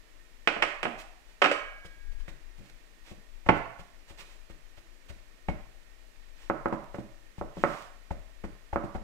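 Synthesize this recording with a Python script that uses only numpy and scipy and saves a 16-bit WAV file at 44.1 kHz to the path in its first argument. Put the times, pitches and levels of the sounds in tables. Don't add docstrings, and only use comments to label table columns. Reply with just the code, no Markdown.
import sys
import numpy as np
from scipy import signal
from scipy.fft import rfft, irfft
from scipy.io import wavfile
from scipy.ndimage import uniform_filter1d

SR = 44100
rng = np.random.default_rng(int(sys.argv[2]) if len(sys.argv) > 2 else 0)


def to_wav(sig):
    pcm = np.clip(np.atleast_2d(sig), -1, 1) * 32767
    pcm = np.round(pcm).astype(np.int16)
    wavfile.write(sys.argv[1], SR, pcm.T)


N = 398223


# frequency in Hz, level in dB per Hz.
AIR_SPECTRUM = [(60, -14), (130, -13), (250, -6), (450, -7.5), (800, -11.5), (1400, -10.5), (2300, -8),
                (3200, -13), (5000, -17), (7500, -20), (9500, -25), (15500, -33)]
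# frequency in Hz, width in Hz, lift in dB.
AIR_RESONANCES = [(117.8, 10, 4), (330, 12, 6), (620, 41, 6), (1844, 100, 8.5)]
# frequency in Hz, left minus right in dB.
NOISE_SHADE = [(100, 3), (250, -4.5), (500, -6.5), (1000, -11), (2000, -15), (4000, -5.5), (8000, -5.5),
               (12000, 3)]
# frequency in Hz, level in dB per Hz.
RUMBLE_SPECTRUM = [(8, -48), (20, 6), (29, 3), (40, -14), (60, -20), (100, -36.5), (200, -50.5),
                   (600, -100)]
AIR_DB, RUMBLE_DB = -60, -49
SWELL_AT_S, SWELL_WIDTH_S, SWELL_DB = 2.1498, 0.17, 17.5

# frequency in Hz, time to fall by 60 dB in seconds.
ROOM_FADE = [(100, 0.5194), (200, 0.15), (350, 0.34), (700, 0.58), (1800, 0.6), (4500, 0.48), (8000, 0.4),
             (15000, 0.35)]
# frequency in Hz, level in dB.
ROOM_COLOUR = [(60, 4), (200, 3), (450, -0.5), (900, -4), (1600, -2.5), (3000, -5.5), (7500, -1.5),
               (14000, -3)]
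# frequency in Hz, width in Hz, lift in dB.
ROOM_RESONANCES = [(112.93, 27, 2.2), (590, 130, 3), (1110, 200, 1.9)]
ECHO_DELAYS = [.00545, .007, .0105, .0173]
ECHO_LEVELS = [-12.5, -24.5, -15, -19]
ECHO_CORNER_HZ = 2200

# frequency in Hz, time to fall by 60 dB in seconds, level in dB,
# swell time in seconds, how much higher the pitch starts in Hz (negative starts lower).
COUNTER_MODES = [(119.01, 0.45, -18.5, .004, 1.5), (163, 0.25, -14, .008, 16), (317.7, 0.2, 0.5, 0.02, 25),
                 (564, 0.55, -15.5, .004, -9.5), (1114, 0.44, -26, .004, 0.5)]
BEND_S = 0.03

# frequency in Hz, level in dB, time to fall by 60 dB in seconds.
DISH_MODES = [(1098, -6, .35), (1631, -8.5, 1.75), (2250, -2, 1.1), (2961, -2, .55), (3806, -17, .42),
              (4748, -12, .31), (6056, -19, .45), (7418, -19, .38), (8210, -14, .24)]
# start in seconds, level in dB.
DISH_NUDGES = [(1.441, -56), (1.514, -33.5)]
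DISH_BASE_SPLIT_HZ, DISH_TWIN_DB = 11, -13
TINK_AT_S, TINK_HZ, TINK_T60_S, TINK_DB = 5.487, 2190, 0.19, -36

# frequency in Hz, left minus right in dB.
BLOW_SHADE = [(120, 6), (250, -1), (500, 3), (1000, -12), (2000, -13.5), (4000, -7.5), (8000, -11),
              (12000, 4)]
# frequency in Hz, likeness from 0 to 1.
BLOW_LIKENESS = [(100, 0.85), (500, 0.6807), (1000, 0.49), (2000, 0.89), (5000, .6), (12000, .4)]

# start in seconds, level in dB, contact corner in Hz, bass in dB,
# rise in seconds, hollow resonance in Hz, hollow lift in dB.
BOX_CONTACTS = [(0.4737, -21.5, 5650, 2, 0.0003, 2330, 1.5), (.562, -37, 2186, 15, 0.0022, 603.2, 13),
                (0.6207, -22, 6936, -3, 0.0047, 1950, 4), (0.8298, -31.5, 12410, 5, 0.0003, 2860, 0.5),
                (0.8529, -30, 3000, 13.5, 0.0004, 710, 9), (.866, -38.5, 1195, 17, 0.002, 239, 10),
                (1.4177, -24.5, 6540, 0.5, 0.0003, 587.3, 10.5),
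                (1.4215, -21.5, 6540, -1, 0.00039, 1300, 6.5), (1.4418, -22, 6906, 0.5, 0.00082, 1280, 8.5),
                (1.449, -28, 5000, -5, 0.00084, 560, 8), (1.458, -25, 4997, -6, 0.001, 288, 15.5),
                (1.5127, -27.5, 12000, -5, 0.0025, 536, 16)]
# frequency in Hz, level in dB per Hz.
BOX_COLOUR = [(50, -46), (130, -22), (250, -12.5), (450, -6.5), (1300, -3), (1900, -2.5), (2500, 0),
              (3100, -5), (3700, -15), (5500, -24.5), (8000, -27.5), (9500, -30.5), (15000, -46)]
# frequency in Hz, width in Hz, lift in dB.
BOX_RESONANCES = [(614, 38.1, 2), (780, 160, 3.5), (1234, 110, 3), (1473, 60, 2.5), (2340, 180, 0),
                  (5350, 400, 5), (7900, 900, 4.5)]
BOX_SIDEWAYS, KNOCK_SIDEWAYS, PAT_SIDEWAYS = 0.77, 0.71, 0.72

# start in seconds, length in seconds, level in dB.
POWDER_RUBS = [(0.972, 0.063, -51.5), (1.251, 0.1, -67), (2.113, 0.024, -63.5), (2.191, 0.029, -61.5),
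               (2.599, 0.12, -67), (2.696, 0.007, -55), (3.034, 0.11, -59), (3.547, 0.049, -58),
               (4.07, 0.052, -58.5), (4.169, 0.06959, -51), (4.221, 0.17, -63.5), (5.079, 0.041, -56),
               (6.344, 0.16, -62.5), (7.51, 0.41, -55.5)]
# frequency in Hz, level in dB per Hz.
GRIT_SPECTRUM = [(150, -5.5), (600, 1.5), (1500, 3), (2500, 5.5), (4500, -3), (8000, -9), (10000, -16),
                 (15000, -23.5)]
PUFF_S, PUFF_LEAD_S = 0.038, 0.006
PUFF_DB, PUFF_AT_HZ, PUFF_DB_PER_OCTAVE = -58.5, 3000, 2.5

# time of the peak in seconds, pitch in Hz, level in dB.
AIR_POPS = [(5.489, 830, -25.5), (7.384, 845, -45), (8.1115, 870, -28), (8.7325, 827, -27)]
POP_S = 0.0035

# frequency in Hz, level in dB per Hz.
BOARD_COLOUR = [(40, -26.5), (100, -3), (180, 0.5), (280, -1.5), (450, -1.5), (800, 1), (1300, -3),
                (1700, -3), (2150, -2), (2700, -5.5), (3700, -16), (8000, -27), (10000, -37.5),
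                (15000, -50.5)]
# frequency in Hz, width in Hz, lift in dB.
BOARD_RESONANCES = [(207, 70, 1.7), (336, 60, 4.4), (565, 70, 5.5), (715, 50, 2.5), (882.3, 60, 1.8),
                    (1110, 56, 2.5), (1304, 89, 4), (1480, 90, 2), (2090, 200, 2.8)]
# start in seconds, level in dB.
BOARD_KNOCKS = [(6.499, -27), (6.6577, -28), (7.4121, -35.5), (7.6377, -22.5), (8.7593, -28.5)]
KNOCK_CORNER_HZ, KNOCK_AT_DB, KNOCK_DB_PER_OCTAVE = 1740, -24, 13.5
KNOCK_RISE_S, KNOCK_BASS_DB, KNOCK_THUMP_DB = 0.0002479, -1.5, -41.5
KNOCK_HOLLOW_HZ, KNOCK_HOLLOW_DB = 1280, 5.5
KNOCK_ALIKE = 0.72

# start in seconds, level in dB, # contact corner in Hz, bass in dB, rise in
# seconds, thump level in dB, hollow resonance in Hz, # hollow lift in dB.
MEAT_PATS = [(1.846, -55.5, 6086, 13, 0.0043, -49.5, 479, 13),
             (2.279, -48.5, 6200, 10, 0.0018, -49, 1900, 7), (2.575, -60, 500, 16.5, 0.033, -51, 200, -3),
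             (3.105, -48.5, 700, 11.5, 0.014, -48, 250, -0.5),
             (3.46, -42, 2517, 3, 0.0051, -36.5, 850, 6.5),
             (3.4872, -20, 3040, -6, 0.0022, -36.5, 174.4, 11),
             (3.492, -19, 2450, 1, 0.0012, -36.5, 860, 7), (3.79, -53.5, 4203, 10, 0.0048, -53, 300, -6),
             (4.097, -56, 1200, 7, 0.012, -48, 330, -2), (4.494, -54, 1300, 10, 0.0075, -48.5, 400, 3.5),
             (4.77, -64, 1200, -2, 0.008, -52, 602, 10), (5.088, -55, 1200, 11, 0.018, -40, 585, 5),
             (5.4834, -32.5, 3600, 13, 0.0036, -29, 650, 4.5),
             (6.725, -30.5, 1197, 7, 0.0023, -43, 1007, 7), (6.941, -41, 1800, 4, 0.0061, -51, 493, 6),
             (6.983, -38.5, 902.1, 9.5, 0.0023, -46, 322, 7), (7.379, -47, 1700, 22, 0.0042, -41.5, 840, 0),
             (7.567, -40.5, 889, 10.5, 0.0045, -47.5, 333.4, 2.5),
             (8.105, -41, 2216, 10, 0.0048, -31, 643, 7.5), (8.437, -39.5, 1909, 11.5, 0.0061, -37, 400, 6),
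             (8.728, -39.5, 1498, -9, 0.0033, -32.5, 650, 2),
             (8.836, -37, 937.5, 14, 0.0034, -44.5, 330, 7),
             (8.946, -38, 1446, 10.5, 0.0072, -35, 790.4, 8)]


def amp(db):
    return 10 ** (np.asarray(db) / 20)


def unit(x):
    return x / np.sqrt(np.mean(x ** 2) + 1e-20)


def read(points, hz):
    f, value = np.transpose(points)
    return np.interp(np.log(hz + 1), np.log(f + 1), value)


def lift(modes, hz):
    return sum(db / (1 + (2 * (hz - centre) / width) ** 2) for centre, width, db in modes)


def blend(a, b, same):
    return same * a + np.sqrt(1 - same ** 2) * b


def add(mix, s, sound):
    part = mix[:, round(s * SR):][:, :sound.shape[1]]
    part += sound[:, :part.shape[1]]


def causal(gain):
    log_gain = np.log(np.maximum(gain, 1e-6))
    circle = np.concatenate([log_gain, log_gain[..., -2:0:-1]], -1)
    return np.exp(np.conj(signal.hilbert(circle)))[..., :gain.shape[-1]]


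def noise(spectrum, count, same, modes=()):
    a, b = rng.standard_normal((2, count))
    hz = np.fft.rfftfreq(count, 1 / SR)
    pair = np.array([blend(a, b, same), a])
    shade_db = np.outer([1, 0], read(NOISE_SHADE, hz))
    colour_db = read(spectrum, hz) + lift(modes, hz) + shade_db
    return unit(irfft(rfft(pair) * amp(colour_db), count))


def texture(size=8192):
    return rng.standard_normal((2, size))


def strike(contact, grain, body, modes, snap, fade_s, ring_s, ring, slope, leak_db, rustle_db):
    db, corner_hz, bass_db, rise, sideways, hollow_hz, hollow_db = contact
    size = grain.shape[1]
    t, hz = np.arange(size) / SR, np.fft.rfftfreq(size, 1 / SR)
    after = np.maximum(t - rise, 0)
    hardness = 1 / (1 + rise / 0.00054)

    release = np.exp(-after / np.hypot(fade_s, 0.7 * rise)) + ring * np.exp(-after / ring_s)
    scatter = np.minimum(t / rise, 1) * release * grain
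    scatter[0, round(rise * SR)] += snap * hardness
    a, b = rfft(scatter)
    pair = np.array([blend(a, b, np.clip(read(BLOW_LIKENESS, hz), 0, 1)), a])
    broad = np.sqrt(uniform_filter1d(abs(pair) ** 2, size=21, axis=1))

    steepness = slope * hardness + 5.8 * (1 - hardness)
    softness = 1 / np.sqrt(1 + (hz / corner_hz) ** steepness)
    softness = softness + amp(leak_db + rustle_db * (1.5 - hardness))
    hollow = [(hollow_hz, 0.32 * hollow_hz, hollow_db)]
    resonance_db = lift(list(modes) + hollow, hz)
    colour = amp(read(body, hz) + resonance_db + bass_db / (1 + (hz / 290) ** 4)) * softness
    shade = amp(np.outer([1, 0], sideways * read(BLOW_SHADE, hz)))
    sound = irfft(pair * causal(colour * shade / broad))
    first = round(0.024 * SR)
    return amp(db) * sound / np.sqrt(np.mean(sound[:, :first] ** 2))


def background():
    swell = np.exp(-((np.arange(N) / SR - SWELL_AT_S) / SWELL_WIDTH_S) ** 2)
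    air = amp(AIR_DB - 1.0) * noise(AIR_SPECTRUM, N, same=0.13, modes=AIR_RESONANCES)
    rumble = amp(RUMBLE_DB + SWELL_DB * swell) * noise(RUMBLE_SPECTRUM, N, same=0.45)
    return air + rumble * amp([[0], [-14]])


def kitchen(x, build_s, left_db, count=3):
    t, out = np.arange(SR) / SR, np.zeros((2, N))
    hz = np.fft.rfftfreq(SR, 1 / SR)
    colour = amp(read(ROOM_COLOUR, hz) + lift(ROOM_RESONANCES, hz))
    for k in range(count):
        a, b = rfft(rng.standard_normal((2, SR)))
        same = 1 / (1 + (hz / 900) ** 2)
        pair = irfft([blend(a, b, same), a], SR)
        f, age, bands = signal.stft(pair, SR, nperseg=256)
        fading = bands * amp(-60 * age / read(ROOM_FADE, f)[:, None])
        tail = signal.istft(fading, SR, nperseg=256)[1][:, :SR]
        z = rfft(tail * (1 - np.exp(-(t / build_s) ** 2)))
        broad = np.sqrt(uniform_filter1d(abs(z) ** 2, size=35, axis=1) + 1e-12)
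        tail = irfft(z * causal(colour / broad))
        turn = np.sqrt(2 / count) * np.cos(np.pi * (np.arange(N) / SR + k / count))
        out += signal.oaconvolve((x * turn)[None], tail, axes=1)[:, :N]
    return out * amp([[left_db], [0]])


def echoes(x):
    out = np.zeros((2, N))
    dull = signal.sosfilt(signal.butter(1, ECHO_CORNER_HZ, fs=SR, output="sos"), x)
    for delay_s, db in zip(ECHO_DELAYS, ECHO_LEVELS):
        add(out, delay_s, amp(db) * dull)
    return out


def worktop(x):
    t, modes = np.arange(SR) / SR, 0
    for hz, t60, db, swell_s, bend_hz in COUNTER_MODES:
        envelope = amp(db - 60 * t / t60) * (1 - np.exp(-t / swell_s))
        pitch_hz = hz + bend_hz * np.exp(-t / BEND_S)
        modes = modes + envelope * np.cos(2 * np.pi * np.cumsum(pitch_hz) / SR)
    return signal.oaconvolve(x, amp(-47) * modes)[:N] * amp([[-4], [0]])


def dish():
    out, t = np.zeros((2, N)), np.arange(2 * SR) / SR
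    for s, level_db in DISH_NUDGES:
        ring = 0
        for hz, db, t60 in DISH_MODES:
            twin_hz = hz + DISH_BASE_SPLIT_HZ * rng.uniform(0.9, 1.4)
            for tone_hz, pair_db in [(hz, 0), (twin_hz, DISH_TWIN_DB)]:
                turns = tone_hz * t + rng.random((2, 1)) / 4
                ring = ring + amp(db + pair_db - 60 * t / t60) * np.sin(2 * np.pi * turns)
        add(out, s, amp(level_db) * ring * amp([[-6], [0]]))
    return out


def tink():
    out, t = np.zeros((2, N)), np.arange(SR) / SR
    ring = amp(TINK_DB - 60 * t / TINK_T60_S) * np.sin(2 * np.pi * TINK_HZ * t)
    add(out, TINK_AT_S, ring * amp([[-6], [0]]))
    return out


def box():
    out = np.zeros((2, N))
    for s, db, corner_hz, bass_db, rise, *hollow in BOX_CONTACTS:
        contact = (db, corner_hz, bass_db, rise, BOX_SIDEWAYS, *hollow)
        add(out, s, strike(contact, texture(), BOX_COLOUR, BOX_RESONANCES, snap=6.341, fade_s=0.0045,
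                           ring_s=0.015, ring=0.3, slope=5.2, leak_db=-27, rustle_db=4))
    return out


def powder():
    out, puffs = np.zeros((2, N)), []
    for s, _, corner_hz, *_ in MEAT_PATS:
        puff_db = PUFF_DB + PUFF_DB_PER_OCTAVE * np.log2(corner_hz / PUFF_AT_HZ)
        puffs.append((s - PUFF_LEAD_S, PUFF_S, puff_db))
    for s, length, db in list(POWDER_RUBS) + puffs:
        count = round(length * SR)
        grains = amp(0.68 * unit(uniform_filter1d(rng.standard_normal(count), size=60)))
        stroke = np.sin(np.linspace(0, np.pi, count)) ** 1.2
        add(out, s, amp(db) * unit(noise(GRIT_SPECTRUM, count, same=0.54) * grains * stroke))
    return out


def pops():
    out, t = np.zeros((2, N)), np.arange(-SR // 50, SR // 50) / SR
    for s, hz, db in AIR_POPS:
        note = np.exp(-(t / POP_S) ** 2) * np.sin(2 * np.pi * hz * t)
        add(out, s + t[0], amp(db) * note * amp([[-6], [0]]))
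    return out


def thump(db, hz, fade_s, sway_base_hz, sway, sway_s):
    t = np.arange(SR // 3) / SR
    push = np.sin(2 * np.pi * hz * t) * (t / fade_s) * np.exp(1 - t / fade_s)
    sway_hz = sway_base_hz * rng.uniform(0.81, 0.87)
    wobble = sway * np.sin(2 * np.pi * sway_hz * t) * np.exp(-t / sway_s)
    return -amp(db + 8.0) * (push + wobble) * amp([[0], [-7]])


def weight(db):
    return thump(db, hz=67.4, fade_s=0.0077, sway_base_hz=44.471, sway=0.26, sway_s=0.099)


def knocks():
    out, spot = np.zeros((2, N)), texture()
    for s, db in BOARD_KNOCKS:
        corner_hz = KNOCK_CORNER_HZ * 2 ** ((db - KNOCK_AT_DB) / KNOCK_DB_PER_OCTAVE)
        contact = (db, corner_hz, KNOCK_BASS_DB, KNOCK_RISE_S, KNOCK_SIDEWAYS,
                   KNOCK_HOLLOW_HZ, KNOCK_HOLLOW_DB)
        grain = blend(spot, texture(), KNOCK_ALIKE)
        add(out, s, strike(contact, grain, BOARD_COLOUR, BOARD_RESONANCES, snap=10.7, fade_s=0.0045,
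                           ring_s=0.017, ring=0.15, slope=6.7, leak_db=-37.5, rustle_db=13))
        add(out, s + 0.002, weight(KNOCK_THUMP_DB))
    return out


def pats():
    out = np.zeros((2, N))
    for s, db, corner_hz, bass_db, rise, thump_db, *hollow in MEAT_PATS:
        contact = (db, corner_hz, bass_db, rise, PAT_SIDEWAYS, *hollow)
        add(out, s, strike(contact, texture(), BOARD_COLOUR, BOARD_RESONANCES, snap=11, fade_s=0.004,
                           ring_s=0.012, ring=0.17, slope=10, leak_db=-33.5, rustle_db=13.5))
        add(out, s + 0.65 * rise, weight(thump_db))
    return out


def scene():
    direct = box() + powder() + knocks() + pats()
    popped = pops()
    to_room = direct[1] + amp(-9) * popped[1]
    room = amp(-0.6) * kitchen(to_room, build_s=0.0068, left_db=-9)
    answers = echoes(direct) + worktop(direct[1]) + room
    return background() + answers + dish() + tink() + popped + amp(1.0) * direct


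def record(dry):
    right = np.pad(dry[1], (6, 0))[:N]
    right = signal.sosfilt(signal.butter(3, 90, "high", fs=SR, output="sos"), right)
    edge = signal.firwin(511, 15700, window=("kaiser", 9), fs=SR)  # low-pass, in Hz
    return signal.oaconvolve(np.array([dry[0], right]), edge[None], "same", axes=1)


dry = scene()
out = record(dry)
to_wav(out)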